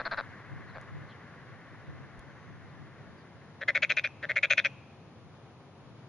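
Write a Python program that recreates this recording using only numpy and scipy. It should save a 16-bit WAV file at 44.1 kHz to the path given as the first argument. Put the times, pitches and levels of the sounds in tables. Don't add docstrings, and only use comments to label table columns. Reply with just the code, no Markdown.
import sys
import numpy as np
from scipy import signal
from scipy.fft import rfft, irfft
from scipy.io import wavfile
from scipy.ndimage import uniform_filter1d

SR = 44100
rng = np.random.default_rng(int(sys.argv[2]) if len(sys.argv) > 2 else 0)


def pcm_store(signal):
    levels = np.round(np.clip(np.atleast_2d(signal), -1, 1) * 32767)
    wavfile.write(sys.argv[1], SR, levels.astype(np.int16).T)


N = 268524


def gain_of(db):
    return 10 ** (np.asarray(db) / 20)


def evened(x):
    return x / np.sqrt(np.mean(x ** 2) + 1e-20)


def read(points, hz):
    f, value = np.transpose(points)
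    return np.interp(np.log(hz + 1), np.log(f + 1), value)


def add(mix, s, sound):
    start = round(s * SR)
    sound = sound[max(-start, 0):]
    part = mix[max(start, 0):][:len(sound)]
    part += sound[:len(part)]


def bins(size=N):
    return np.fft.rfftfreq(size, 1 / SR)


def filtered(x, gain):
    return irfft(rfft(x) * gain, N)


def coloured(x, spectrum):
    return evened(filtered(x, gain_of(read(spectrum, bins()))))


def drift(rate):
    return evened(filtered(rng.standard_normal(N), np.exp(-(bins() / rate) ** 2)))


def trills():
    # t/s, length/s, clicks, level/dB, change over the note/dB
    trill_notes = [ (3.6112, 0.023, 6, -36, 1.5), (3.6812, .0228, 8, -23, -6.5),
                   (3.75, 0.026, 8, -23.5, -1.5), (3.8245, 0.023, 7, -22.5, -2.5),
                   (3.8977, 0.023, 7, -23.5, -2), (3.9708, 0.024, 7, -21.5, -7),
                   (4.0415, 0.032, 8, -23.5, -14), (4.2284, 0.024, 6, -33.5, 0.5),
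                   (4.292, 0.025, 7, -30, 2.5), (4.3609, .026, 7, -22.5, -4.5),
                   (4.4312, 0.024, 7, -19.5, -7.5), (4.5029, 0.031, 8, -20, -4),
                   (4.5769, 0.022, 7, -19.5, -5.5), (4.6463, 0.022, 7, -23, -4.5)]
    tighten_s = 0.32
    sac_hz_range, bright_db_range = (1830, 2527), (-9.5, -1.7)
    ring_start_hz, ring_fall_hz_per_s = 7390, 3240
    falter_db, falter_at, falter_earlier_per_s, falter_width = -7, .68, 0.85, 0.08
    notes = []
    for (s, length, clicks, level_db, fade_db), age in zip(trill_notes, ages(trill_notes)):
        places = click_places(length, clicks)
        tight = np.sin(np.pi / 2 * age / tighten_s)
        sac_hz, bright_db = (slack + tight * (taut - slack) for slack, taut in (sac_hz_range, bright_db_range))
        from_falter = places - falter_at + falter_earlier_per_s * age
        falter = tight * np.exp(-(from_falter / falter_width) ** 2)
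        shape_db = fade_db * places + falter_db * falter
        ring_hz = ring_start_hz - ring_fall_hz_per_s * age
        notes.append((s, length, level_db, places, shape_db, sac_hz, bright_db, ring_hz))
    return notes


def low_croak():
    # t/s, length/s, clicks, level/dB, change over the note/dB
    low_notes = [(-.0095, 0.025, 7, -33.5, -1.5), (0.056, 0.021, 7, -32, -2), (.116, .0283, 8, -31.5, -2),
                 (0.177, 0.032, 8, -31.5, -1.5), (0.753, .0295, 5, -42, 0.5)]
    first_sac_hz, first_ring_hz, sink_per_s = 1634, 4260, 0.36
    loudest_bright_db = -4
    dulling = 0.66
    notes, loudest_db = [], max(row[3] for row in low_notes)
    for (s, length, clicks, level_db, fade_db), age in zip(low_notes, ages(low_notes)):
        places = click_places(length, clicks)
        sunk = 1 - sink_per_s * age
        bright_db = loudest_bright_db - dulling * (loudest_db - level_db)
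        notes.append((s, length, level_db, places, fade_db * places,
                      first_sac_hz * sunk, bright_db, first_ring_hz * sunk))
    return notes


def click_places(length, clicks):
    drag_s, drag_clicks = .0235, 1.37
    k = np.arange(round(clicks))
    gaps = 1 + (length / drag_s) ** 2 * np.exp((k - k[-1]) / drag_clicks)
    return (np.append(0, np.cumsum(gaps)) - gaps[0]) / gaps[1:].sum()


def ages(notes):
    pause_s = .12
    starts = np.array([row[0] for row in notes])
    opens_call = np.diff(starts, prepend=-np.inf) > pause_s
    return starts - np.maximum.accumulate(np.where(opens_call, starts, -np.inf))


def ringing(db, size=2048):
    cepstrum = irfft(db * np.log(10) / 20)
    cepstrum[1:size // 2] *= 2
    cepstrum[size // 2 + 1:] = 0
    return irfft(np.exp(rfft(cepstrum)))


def peak(f, hz, width, height_db, edge_db):
    edge = .5 + .5 * np.tanh(2 * (f - hz - width / 2) / width)
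    power = 1 + gain_of(height_db) ** 2 / (1 + (2 * (f - hz) / width) ** 2)
    return 10 * np.log10(power) + edge_db * edge


def frog(notes, body, onset_db, attack_s, sac_width, sac_db, sac_edge_db, ring_width, ring_db, ring_edge_db,
         sac_sag, ring_sag, spread_ms, rasp_db, uneven_db, patchy_db, size=2048):
    # f/Hz, share
    effort = [(570, -0.98), (1400, -0.014), (2400, -0.28), (3800, 0.54), (6000, 0.97)]
    out, f = np.zeros(N), bins(size=size)
    delay_s = spread_ms / 1e3 * np.exp(-f / 2500)
    chirp = np.exp(-2j * np.pi * np.cumsum(delay_s) * f[1])
    for s, length, level_db, places, shape_db, sac_hz, bright_db, ring_hz in notes:
        chance = rng.uniform(-1, 1, (len(places), 3))
        onset = np.exp(-places * length / attack_s)
        sizes_db = level_db + shape_db + onset_db * onset + uneven_db * chance[:, 0]
        colour_db = read(body, f) + bright_db * read(effort, f)
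        tight_db, upper_db = sac_db + 0.47 * bright_db, ring_db + 0.9 * bright_db
        for place, size_db, (_, detune, late) in zip(places, sizes_db, chance):
            slack = place - .5 + 0.4 * detune
            rough = uniform_filter1d(rng.standard_normal(len(f)), size=22)
            patches = evened(uniform_filter1d(rough, size=14))
            click = ringing(colour_db + patchy_db * patches * np.minimum(f / 4000, 1)
                            + peak(f, sac_hz * (1 - sac_sag * slack), sac_width, tight_db, sac_edge_db)
                            + peak(f, ring_hz * (1 - ring_sag * slack), ring_width, upper_db, ring_edge_db))
            click = irfft(rfft(click) * chirp)
            click *= np.sqrt(SR * 0.0045) / np.linalg.norm(click)
            add(out, s + place * length + .00025 * late, gain_of(size_db) * click)
            puff = np.diff(rng.standard_normal(size // 8 + 1)) * np.hanning(size // 8) / np.sqrt(size // 8)
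            rasp = gain_of(level_db + rasp_db - 5.9 * place) * signal.fftconvolve(puff, click)
            add(out, s + place * length - .003, rasp)
    return out


def ports(x, side, lead):
    half = gain_of(read(side, bins()) / 2) * np.exp(.5j * lead)
    return filtered(x, np.array([half, 1 / half]))


def echoes(x, t60, delay, colour, same):
    t = np.arange(N) / SR
    noise = rng.standard_normal((3, N))
    scattered = rng.random((3, N)) < 4000 / SR
    taps = noise * scattered * gain_of(-60 * t / t60) * (t > delay)
    taps = np.sqrt(same) * taps[0] + np.sqrt(1 - same) * taps[1:]
    taps = filtered(taps / np.linalg.norm(taps[0]), gain_of(read(colour, bins())))[:, :2 * SR]
    return signal.fftconvolve(x[None], taps, axes=1)[:, :N]


def husky_tones(width_hz=380):
    # t/s, length/s, f/Hz at the middle, level/dB
    tones = [(0.673, 0.061, 4100, -71), (1.08, 0.045, 4130, -70), (1.09, 0.06, 3230, -65.5),
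             (1.837, .07, 3650, -78), (3.163, 0.069, 4640, -77), (5.34, .07, 3400, -82)]
    out = np.zeros(N)
    for s, length, hz, db in tones:
        u = np.linspace(0, 1, round(length * SR))
        pitch = hz * (1 - 0.098 * (u - .5))
        tone = np.sin(2 * np.pi * np.cumsum(pitch) / SR)
        add(out, s, gain_of(db) * evened(tone * drift(width_hz)[:len(u)] * np.sin(np.pi * u)))
    return out


def camera(whine_hz=6280, whine_db=-82, thump_hz=48):
    # t/s, tick level/dB, thump level/dB
    ticks = [(0.813, -54, -59), (2.193, -51, -47)]
    out, t = np.zeros(N), np.arange(SR // 20) / SR
    for s, tick_db, thump_db in ticks:
        add(out, s, gain_of(tick_db) * rng.standard_normal(len(t)) * np.exp(-t / 0.0022))
        add(out, s - .025, gain_of(thump_db) * np.sin(2 * np.pi * thump_hz * t) * np.hanning(len(t)))
    t = np.arange(round(.3 * SR)) / SR
    whine = np.sin(2 * np.pi * whine_hz * t) * signal.windows.tukey(len(t), .2)
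    add(out, 2.29, gain_of(whine_db) * whine)
    return out


def chorus(count=12, lead_s=.00004):
    # f/Hz, level/dB
    chorus_spectrum = [(300, -11.5), (550, -2.5), (850, -8), (1130, 2), (1280, -4.5), (1420, 1),
                       (1550, 0.5), (1750, 2.5), (1900, 1), (2080, -0.5), (2400, -11.5), (3200, -19.5),
                       (6000, -34.5)]
    # t/s, level/dB
    chorus_fade = [(0, -51.5), (3, -59), (6.1, -87)]
    t = np.arange(N) / SR
    voices = np.zeros(N)
    for note_hz in rng.uniform(9, 18, count):
        cycles = note_hz * t + rng.random() + .5 * drift(1.83)
        throb = (.5 + .5 * np.cos(2 * np.pi * cycles)) ** 2
        voices += (0.49 + throb) * gain_of(0.43 * drift(0.95)) * rng.standard_normal(N)
    pair = ports(evened(voices), [(1000, 0)], 2 * np.pi * bins() * lead_s)
    pair = pair + .25 * rng.standard_normal((2, N))
    return gain_of(np.interp(t, *np.transpose(chorus_fade))) * coloured(pair, chorus_spectrum)


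def breeze():
    # f/Hz, level/dB
    breeze_spectrum = [(20, -32), (55, -16), (90, 2.5), (140, 8), (200, -11.5), (300, -10), (700, -33),
                       (2000, -53), (8000, -74)]
    # t/s, level/dB
    breeze_level = [(0, -56), (2.7, -58.5), (3.6, -70.5)]
    gust_db, gusts_hz = 5.5, 5
    level_db = np.interp(np.arange(N) / SR, *np.transpose(breeze_level))
    force = gain_of(level_db + gust_db * drift(gusts_hz))
    mid, side = (coloured(noise, breeze_spectrum) for noise in rng.standard_normal((2, N)))
    return force * np.array([.5 * mid + side, .5 * mid - side])


def air():
    # f/Hz, level/dB
    rumble_spectrum = [(15, -86), (25, -38), (64, -20.5), (100, -4.5), (124, -2.5), (219, -10),
                       (454, -16.5), (562, -15.5), (603, -18.5), (662, -17), (1040, -20.5), (1190, -21.5),
                       (1620, -27), (2420, -31), (7000, -47), (9100, -79.5), (15400, -120)]
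    # f/Hz, side minus mid/dB
    rumble_width = [(60, -8.5), (110, -21), (190, -16), (350, -12), (630, -12.5), (1130, -11.5), (2030, -6),
                    (3660, 2.5), (6580, 2)]
    # f/Hz, level/dB
    hiss_spectrum = [(5000, -31), (7000, -48), (9000, 9.5), (10300, 5.5), (11000, -31), (13000, -40.5)]
    mid, side = (coloured(noise, rumble_spectrum) for noise in rng.standard_normal((2, N)))
    side = filtered(side, gain_of(read(rumble_width, bins())))
    rumble = gain_of(-52.5) * np.array([mid + side, mid - side]) * gain_of(0.44 * drift(6.6))
    return rumble + gain_of(-84.5) * coloured(rng.standard_normal((2, N)), hiss_spectrum)


def scene():
    # f/Hz, level/dB
    low_body = [(200, -4), (390, -16), (520, 4), (850, 0.5), (1300, 2), (1900, -2), (2500, -7.5),
                (3000, -19), (3500, -8), (4700, -10), (5500, -24.5), (7500, -47)]
    trill_body = [(250, -30.5), (430, -14), (570, 3), (800, -16), (1050, -16.5), (1500, 5), (2100, 3.5),
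                  (2650, 1.5), (2900, -6.5), (3300, 5), (4000, 0), (4550, -8), (5000, -12.5), (6000, -13),
                  (10000, -35.5)]
    # f/Hz, left minus right/dB
    low_side = [(60, 3.5), (150, 4.0), (390, 1), (1010, 2.7), (2570, 2.8), (6580, 1.9)]
    trill_side = [(60, 3.0), (100, 2.0), (170, 1.5), (290, 1.5), (480, 2.5), (820, 1.6), (1370, 2.5),
                  (2320, 2), (3900, 3.0), (6580, 12)]
    # f/Hz, lead/rad
    trill_lead = [(2000, 0.024), (2900, .2), (4000, 0.71), (6500, 0.62)]
    # f/Hz, level/dB
    reeds_colour = [(500, -10), (1500, -14.5), (2500, -17), (6000, -7)]
    banks_colour = [(500, -37.5), (1800, -37.5), (2400, -29.5), (2850, -21), (3400, -31), (4200, -29.5),
                    (6000, -26.5)]
    low = frog(low_croak(), low_body, onset_db=-7, attack_s=0.0046,
               sac_width=280, sac_db=16.5, sac_edge_db=-1.5, ring_width=120, ring_db=16.5, ring_edge_db=-0.5,
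               sac_sag=0.067, ring_sag=0.044, spread_ms=1.02, rasp_db=9.0, uneven_db=1.5, patchy_db=1.5)
    trill = frog(trills(), trill_body, onset_db=-7.5, attack_s=0.0025,
                 sac_width=323, sac_db=17.0, sac_edge_db=-6, ring_width=210, ring_db=11.5, ring_edge_db=-6.5,
                 sac_sag=0.028, ring_sag=0.01, spread_ms=.9, rasp_db=-4, uneven_db=2.1, patchy_db=5.0)
    direct = ports(low, low_side, 0) + ports(trill, trill_side, read(trill_lead, bins()))
    reeds = echoes(low + trill, t60=0.057, delay=0.0037, colour=reeds_colour, same=0.4)
    banks = echoes(low + trill, t60=1.1, delay=0.021, colour=banks_colour, same=0.82)
    surroundings = reeds + banks + air() + breeze() + chorus() + husky_tones() + camera()
    return direct + surroundings * gain_of([[.9], [-.9]])


def record(dry):
    # f/Hz, gain/dB
    microphone = [(7000, 0), (7600, -10.5), (8050, -21), (8700, -1.5), (9400, -3), (10400, 1), (11000, -6),
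                  (13000, -8)]
    edge_hz = 11500
    heard = filtered(dry, gain_of(read(microphone, bins())))
    low_pass = signal.firwin(511, edge_hz, window=("kaiser", 9), fs=SR)
    return signal.oaconvolve(heard, low_pass[None], "same")


dry = scene()
out = record(dry)
pcm_store(out)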